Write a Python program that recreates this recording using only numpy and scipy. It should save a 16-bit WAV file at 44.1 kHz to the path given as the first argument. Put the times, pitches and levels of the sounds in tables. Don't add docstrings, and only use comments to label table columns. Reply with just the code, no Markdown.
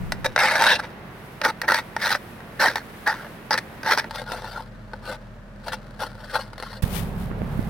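import sys
import numpy as np
from scipy import signal
from scipy.fft import rfft, irfft, next_fast_len
from scipy.io import wavfile
from scipy.ndimage import uniform_filter1d, map_coordinates

SR = 44100
rng = np.random.default_rng(int(sys.argv[2]) if len(sys.argv) > 2 else 0)


def unload_wav(signal):
    wavfile.write(
        sys.argv[1],
        SR,
        np.round(np.clip(np.atleast_2d(signal).T, -1, 1) * 32767).astype(np.int16),
    )


N = 339429

TURN_S, FAR_S, HOOD_S = 1.0, 4.09, 6.822

# time in seconds, firings per second.
IDLE_RATE = [(0, 43.2), (4.08, 42.9), (4.1, 40.8), (5.3, 40.0), (6.81, 40.4), (6.83, 34.5), (7.7, 34.4)]
# multiple of the firing rate, then level in dB by the door, from afar, by the hood.
ENGINE_TONES = [(1, -53.5, -43, -34), (2, -90, -65, -70), (3, -51.5, -67, -40.5), (4, -52, -55.5, -39.5),
                (5, -49.5, -51.5, -35)]
# frequency in Hz, relative density in dB per Hz.
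DOOR_NOISE = [(29, -37), (50, -9), (119, 0.5), (600, -7), (1070, -10.5), (1910, -13.5), (6550, -40),
              (16000, -98)]
YARD_NOISE = [(60, -20), (113, -0.5), (142, -8), (172, -17), (207, -4.5), (268, -17), (400, -21),
              (621, -14), (698, -23.5), (1700, -25), (2090, -33), (16000, -62.5)]
HOOD_NOISE = [(41, -52), (70, -2), (170, 0), (214, -2), (314, -21.5), (376, -13), (853, -20.5), (1650, -27),
              (4480, -47), (11600, -68)]
# frequency in Hz, side minus middle in dB.
AIR_WIDTH = [(100, -13), (350, -11), (1000, -4), (2500, -1)]

# time in seconds, level in dB.
WIND_LEVEL = [(0, -27), (.25, -37), (.55, -63)]
# frequency in Hz, relative density in dB per Hz.
WIND_COLOUR = [(20, 6.5), (180, 8), (330, -14), (2000, -38.5)]
# time in seconds, level in dB.
JACKET_LEVEL = [(0, -64), (1.3, -56), (3.0, -51.5), (3.4, -56)]
# frequency in Hz, relative density in dB per Hz.
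CLOTH_COLOUR = [(3500, 4), (7000, -5), (10500, 1), (16000, -1)]

# time in seconds, relative level in dB, relative treble against body in dB.
CATCHES = [(0.121, -13, -8.5), (.248, -13, -20), (0.262, -16, -22), (0.362, -1.5, -23.5),
           (0.378, -7.5, -35), (.511, -7, -20), (.555, -7, -20), (0.622, -8, -13), (.639, -17.5, -2),
           (0.66, -13, -24), (1.415, -2.5, -29), (1.449, -14.5, -3.5), (1.616, -20, -3), (1.701, -11, -25),
           (1.72, -4.5, -16), (1.744, -15.5, -2.5), (1.965, -10.5, -19), (2.069, -9.5, -15),
           (2.116, -14.5, -8.5), (2.15, -6, -30), (2.404, -27, -28), (2.619, -10, -20), (2.641, -10, -19),
           (2.757, -7.5, -15.5), (3.075, -10, -13.5), (3.508, -9.5, -18.5), (3.531, -12, -14),
           (3.541, -12.5, -13.5), (3.577, -14, -9.5), (3.832, -17.5, -16), (3.911, -9.5, -17),
           (3.975, -5.5, -20), (4.043, -18, -34), (4.109, -21, -12.5), (4.158, -21.5, -9.5),
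           (4.217, -20, -19), (4.319, -18.5, -12.5), (4.934, -20.5, -30), (5.682, -15.5, -16.5),
           (6.532, -28.5, -16), (6.58, -21.5, -19), (6.6, -27.5, -9.5), (6.625, -16.5, -19),
           (6.633, -19.5, -22)]
# start, attack, hold and release in seconds,
# relative level in dB, extra treble in dB.
STROKES = [(0.243, 0.0037, 0.019, 0.0048, -14, 0.5), (0.375, 0.015, 0.3, 0.046, -15, -0.5),
           (0.577, 0.021, 0.16, 0.017, -17, 1), (0.778, 0.022, 0.0034, 0.0061, -20.5, -1.5),
           (0.812, 0.03, 0.014, 0.017, -29, -8), (1.429, 0.017, 0.059, 0.0077, -18, 3),
           (1.629, 0.0045, 0.024, 0.0079, -23.5, -20), (1.672, 0.014, 0.11, 0.016, -20.5, 4.5),
           (1.978, 0.053, 0.13, 0.011, -28.5, 12.5), (2.591, 0.017, 0.078, 0.055, -15, 3),
           (2.765, 0.0057, 0.0082, 0.035, -26.5, 3), (3.056, 0.015, 0.02, 0.11, -18.5, 1),
           (3.172, 0.038, 0.051, 0.048, -32.5, -11), (3.506, 0.0023, 0.026, 0.06, -17.5, -2.5),
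           (3.579, 0.0035, 0.0085, 0.0054, -22.5, 8.5), (3.825, 0.099, 0.012, 0.074, -16.5, 2.5),
           (3.979, 0.0059, 0.015, .01, -26, 13), (4.127, 0.023, 0.046, 0.056, -32, 3.5),
           (4.237, 0.082, 0.037, 0.15, -27.5, -1), (4.419, 0.041, 0.15, 0.038, -32.5, -0.5),
           (5.016, 0.048, 0.091, 0.0086, -30.5, 0.5), (5.622, 0.065, 0.0088, 0.036, -31, 3),
           (5.711, 0.017, 0.01, 0.024, -24, 5), (5.981, 0.03, 0.049, 0.044, -27, 1),
           (6.106, 0.23, 0.025, .04, -44, 10), (6.309, 0.043, 0.022, 0.034, -24.5, 2.5),
           (6.391, 0.019, 0.0091, 0.051, -31.5, 5.5), (6.557, 0.081, 0.15, 0.013, -45, 9.5)]
SAG_DB = 3
UNEVEN_DB, UNEVEN_LATE_DB, UNEVEN_PER_S = 2, 2.5, 76
# frequency in Hz, width in Hz,
# then lift in dB laid flat, on edge, from afar.
TUBE_MODES = [(517, 49, 13, 5, 15), (597.5, 70, 9.5, 8, 8), (880, 145, 13.5, 11, 11.5),
              (1700, 190, 4, 2.5, -1.5), (1914, 310, 0.5, 6.5, 11), (2100, 104, -2, -1.5, 9.5),
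              (2730, 75, 7, 0.5, 4.5), (3820, 240, 9.5, 1.5, -2.5)]
# frequency in Hz, relative level in dB.
FLAT_COLOUR = [(100, -19.5), (250, -11), (430, -14), (700, -5), (1120, -6.5), (1500, 2.5), (2000, -3),
               (3000, -15), (4200, -12.5), (5800, -14), (6800, -28), (8800, -23.5), (16000, -36)]
ON_EDGE_COLOUR = [(100, -26), (250, -8), (700, -4), (1120, -3), (1500, 5), (2000, -3), (3000, -15),
                  (4200, -9.5), (5800, -13.5), (6800, -29.5), (8800, -24), (16000, -30.5)]
AFAR_COLOUR = [(100, -26), (250, -10), (700, -2), (1120, -3.5), (1500, 4), (2000, -19), (3000, -11.5),
               (4200, -7.5), (5800, -18.5), (6800, -29.5), (8800, -22.5), (16000, -32.5)]
# start in seconds, end in seconds, frequency in Hz, width in Hz, lift in dB.
SPOTS = [(.37, 0.562, 2160, 220, 8.5), (0.603, 0.774, 500, 90, 5.5), (0.663, 0.775, 3520, 990, 8.5),
         (1.45, 1.515, 880, 90, 7), (2.595, 2.706, 1820, 220, 2), (3.07, 3.158, 790, 450, 7),
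         (3.5, 3.545, 4900, 900, 10.5), (3.86, 4.01, 5630, 600, 6), (5.685, 5.79, 2750, 70, 5),
         (6.58, 6.8, 4360, 200, 6.5)]
# frequency in Hz, side minus middle in dB.
SCRAPE_WIDTH = [(700, -21), (1600, -18), (2400, -9), (4400, -7), (8000, 0)]
# frequency in Hz, left minus right in dB.
SCRAPE_TILT = [(2400, -.3), (4400, 2.5)]

# time in seconds, peak level in dB, half length in seconds, left minus right in dB.
BRUSHES = [(6.828, -37.5, 0.017, -12), (6.968, -44, 0.036, 27), (6.94, -43, 0.14, 10.5),
           (7.22, -50.5, 0.067, 8), (7.64, -50.5, 0.26, 2)]
# time in seconds, peak of the swing in dB, half length in seconds, knock against swing in dB.
BUMPS = [(6.840, -8, .0021, -19), (7.315, -18, .0009, -13), (7.419, -13.5, .0004, -13),
         (7.594, -8, .0011, -27)]
TOP_HZ = 16050


def amp(db):
    return 10 ** (np.asarray(db) / 20)


def unit(x):
    return x / np.sqrt(np.mean(x ** 2) + 1e-20)


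def along(points, hz):
    point_hz, values = np.transpose(points)
    return np.interp(np.log(hz + 1), np.log(point_hz + 1), values)


def curve(rows):
    return np.interp(np.arange(N) / SR, *np.transpose(rows))


def between(start, end):
    t = np.arange(N) / SR
    inside = ((t >= start) & (t < end)) * 1.
    return uniform_filter1d(inside, size=128)


def wobble(rate):
    knots = rng.standard_normal(int(N * rate / SR) + 4)
    return map_coordinates(knots, [np.arange(N) * rate / SR])


def smooth(x, seconds):
    size = round(seconds * SR)
    return np.abs(uniform_filter1d(uniform_filter1d(x, size), size))


def lowpass(x, hz, order=1):
    return signal.lfilter(*signal.butter(order, hz, fs=SR), x)


def coloured(x, level):
    m = 2 * next_fast_len(N // 2 + SR // 4)
    gain = amp(level(np.fft.rfftfreq(m, 1 / SR)))
    cepstrum = irfft(np.log(gain), m)
    cepstrum[1:m // 2] *= 2
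    cepstrum[m // 2 + 1:] = 0
    response = np.exp(rfft(cepstrum))
    return irfft(rfft(x, m) * response, m)[..., :N]


def spread(pair, side_points):
    side = coloured(pair[1], lambda hz: along(side_points, hz))
    return np.array([pair[0] + side, pair[0] - side])


def pan(db):
    return amp(np.array([[db], [-db]]) / 2)


def rush(spectrum):
    noise = coloured(rng.standard_normal((2, N)), lambda hz: along(spectrum, hz))
    return unit(spread(noise, AIR_WIDTH))


def engine(fan_hz, fan_db):
    t = np.arange(N) / SR
    by_door = between(0, FAR_S)
    in_yard = between(FAR_S, HOOD_S - .008)
    by_hood = between(HOOD_S, N / SR + 1)
    places = np.array([by_door, in_yard, by_hood])
    firing_hz = curve(IDLE_RATE) * (1 + 0.0044 * wobble(12.0))
    phase = 2 * np.pi * np.cumsum(firing_hz) / SR
    tones = np.zeros(N)
    for multiple, *levels in ENGINE_TONES:
        strength = amp(levels) @ places * amp(0.15 * wobble(1.52))
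        tones += strength * np.sin(multiple * phase + 2 * np.pi * rng.random())
    fan = amp(fan_db) * by_hood * np.sin(2 * np.pi * fan_hz * t)
    door = amp(-41.0) * pan(-1.4) * rush(DOOR_NOISE)
    yard = amp(-43) * pan(0.17) * rush(YARD_NOISE)
    hood = amp(-30.0) * pan(-3.0) * rush(HOOD_NOISE)
    noise = (door * by_door + yard * in_yard + hood * by_hood) * amp(0.57 * wobble(3.32))
    return pan(-0.59) * (tones + fan) + noise


def wind():
    buffet = unit(coloured(rng.standard_normal((2, N)), lambda hz: along(WIND_COLOUR, hz)))
    return amp(curve(WIND_LEVEL) + 2 * wobble(22)) * buffet


def jacket():
    sway = amp(1.8 * wobble(5) + .7 * wobble(60))
    return amp(curve(JACKET_LEVEL)) * sway * between(0, FAR_S) * pan(5.1) * rush(CLOTH_COLOUR)


def catches(crumble_s, crumble, hard_db, hard_hz):
    force = np.zeros((2, N))
    t = np.arange(SR // 50) / SR
    for s, db, treble_db in CATCHES:
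        blow = crumble * rng.standard_normal((2, len(t))) * np.exp(-t / crumble_s)
        blow[:, 0] += 1
        blow *= amp(db) / np.linalg.norm(blow[0])
        dull = lowpass(blow, hard_hz)
        bright = amp(treble_db + hard_db) * (blow - dull)
        force[:, round(s * SR):][:, :len(t)] += dull + bright
    return force


def strokes():
    t = np.arange(N) / SR
    power, treble_power = np.zeros((2, N))
    for start, attack, hold, release, db, treble_db in STROKES:
        end = start + attack + hold + 3 * release
        span = slice(round(start * SR), round(end * SR))
        age = t[span] - start
        swell = np.clip(age / attack, 0, 1) ** 1.39
        eased = np.clip((age - attack) / hold, 0, 1)
        lifted = np.maximum(age - attack - hold, 0) / release
        push = swell * amp(db - SAG_DB * eased - 20 * lifted)
        power[span] += push ** 2
        treble_power[span] += (push * amp(treble_db)) ** 2
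    uneven_db = np.where(t < FAR_S, UNEVEN_DB, UNEVEN_LATE_DB)
    patches = amp(uneven_db * wobble(UNEVEN_PER_S))
    return patches * np.sqrt(power), patches * np.sqrt(treble_power)


def fractures(slip_rate, slip_s, slip_scatter_db, drag, grain_rate, grain_scatter_db):
    def random_hits(per_s, scatter_db):
        size = np.minimum(rng.standard_normal(N), 1.5)
        return (rng.random(N) < per_s / SR) * amp(scatter_db * size)

    slips = random_hits(slip_rate, slip_scatter_db)
    decaying = signal.lfilter([1], [1, -np.exp(-1 / (slip_s * SR))], slips)
    bursts = drag + unit(decaying)
    grains = random_hits(grain_rate, grain_scatter_db)
    force = bursts * grains * rng.choice([-1, 1], (2, N))
    power = np.abs(uniform_filter1d(force[0] ** 2, size=600))
    return force / np.sqrt(power + 1e-9)


def shifting(force, depth_db):
    z = signal.stft(force, nperseg=512)[2]
    field = rng.standard_normal(z.shape[1:])
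    field = uniform_filter1d(field, size=4, axis=0)
    field = uniform_filter1d(field, size=5, axis=1)
    shifted = signal.istft(z * amp(depth_db * unit(field)), nperseg=512)[1]
    return unit(shifted[:, :N])


def crumbs(strength, linger_s, grain_rate, scatter_db):
    size = np.clip(rng.standard_normal(N), -2, 2)
    grains = (rng.random(N) < grain_rate / SR) * amp(scatter_db * size)
    return unit(grains * rng.choice([-1, 1], (2, N))) * smooth(strength, linger_s)


def tube(force, spectrum, column):
    def level(hz):
        db = along(spectrum, hz)
        for mode in TUBE_MODES:
            mode_hz, width_hz = mode[:2]
            db = db + mode[column] / (1 + (2 * (hz - mode_hz) / width_hz) ** 2)
        return db - 10 * np.log10(np.mean(amp(db) ** 2))
    return coloured(force, level)


def spots(x):
    lift = np.zeros_like(x)
    for start, end, hz, width_hz, db in SPOTS:
        span = slice(round(start * SR), round(end * SR))
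        fade = signal.windows.tukey(span.stop - span.start, .1)
        band = signal.lfilter(*signal.iirpeak(hz, hz / width_hz, fs=SR), x[:, span])
        lift[:, span] += (amp(db) - 1) * fade * band
    return x + lift


def car_body(x, wet_db, t60):
    t = np.arange(SR // 5) / SR
    turn = 2 * np.pi * wobble(2)
    answer = np.zeros((2, N))
    for share in (np.cos(turn), np.sin(turn)):
        tail = rng.standard_normal((2, len(t))) * amp(-60 * t / t60) * (t > .002)
        tail /= np.linalg.norm(tail[0])
        answer += signal.fftconvolve(x * share, tail, axes=1)[:, :N]
    return x + amp(wet_db) * answer


def scraping(catch_db, slide_db, split_hz, near_crumb_db, far_crumb_db):
    blows = amp(catch_db) * catches(crumble_s=0.0032, crumble=0.74, hard_db=17, hard_hz=2530)
    strength, treble = strokes()
    grit = fractures(slip_rate=280, slip_s=0.0067, slip_scatter_db=4.0,
                     drag=0.085, grain_rate=5500, grain_scatter_db=2.5)
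    ice = amp(slide_db) * shifting(grit, depth_db=3.5)
    body = lowpass(ice * strength, split_hz)
    edge = ice * treble - lowpass(ice * treble, split_hz)
    force = blows + body + edge
    loose = crumbs(strength, linger_s=0.35, grain_rate=310, scatter_db=5.5)
    near = force + amp(near_crumb_db) * loose
    far = force + amp(far_crumb_db) * loose
    flat = tube(near * between(0, TURN_S), FLAT_COLOUR, 2)
    on_edge = tube(near * between(TURN_S, FAR_S), ON_EDGE_COLOUR, 3)
    afar = tube(far * between(FAR_S, HOOD_S), AFAR_COLOUR, 4)
    by_car = spread(car_body(spots(flat + on_edge), wet_db=-14.5, t60=0.099), SCRAPE_WIDTH)
    in_yard = spread(car_body(spots(afar), wet_db=-7, t60=0.025), SCRAPE_WIDTH)
    left, right = by_car
    ports = np.array([left, np.roll(right, 1)]) + pan(2.9) * in_yard
    return np.array([coloured(port, lambda hz: sign * along(SCRAPE_TILT, hz) / 2)
                     for port, sign in zip(ports, (1, -1))])


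def glove():
    t = np.arange(N) / SR
    contact = np.zeros((2, N))
    for s, db, half, pan_db in BRUSHES:
        contact += amp(db) * pan(pan_db) * np.exp(-((t - s) / half) ** 2)
    return contact * between(HOOD_S, N / SR + 1) * amp(2.0 * wobble(300)) * rush(CLOTH_COLOUR)


def bumps(left_port_db, knock_hz):
    t = np.arange(N) / SR
    knock = unit(lowpass(rng.standard_normal(N), knock_hz, order=4))
    pressure = np.zeros(N)
    for s, db, half, knock_db in BUMPS:
        u = (t - s) / half
        pressure += amp(db) * (u + amp(knock_db) * knock) * np.exp((1 - u ** 2) / 2)
    return pressure * amp([[left_port_db], [0]])


def scene():
    car = engine(fan_hz=62.1, fan_db=-35.5)
    scrape = scraping(catch_db=14, slide_db=-3.0, split_hz=1650, near_crumb_db=-26, far_crumb_db=-12.0)
    handling = jacket() + glove() + bumps(left_port_db=-36, knock_hz=1560)
    return car + wind() + scrape + handling


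def record(dry):
    x = dry + amp(-74.0) * rng.standard_normal((2, N))
    x = x / (1 + np.abs(x / .8) ** 4) ** (1 / 4)
    m = next_fast_len(N + SR // 4)
    kept = np.fft.rfftfreq(m, 1 / SR) < TOP_HZ
    return irfft(rfft(x, m) * kept, m)[:, :N]


dry = scene()
out = record(dry)
unload_wav(out)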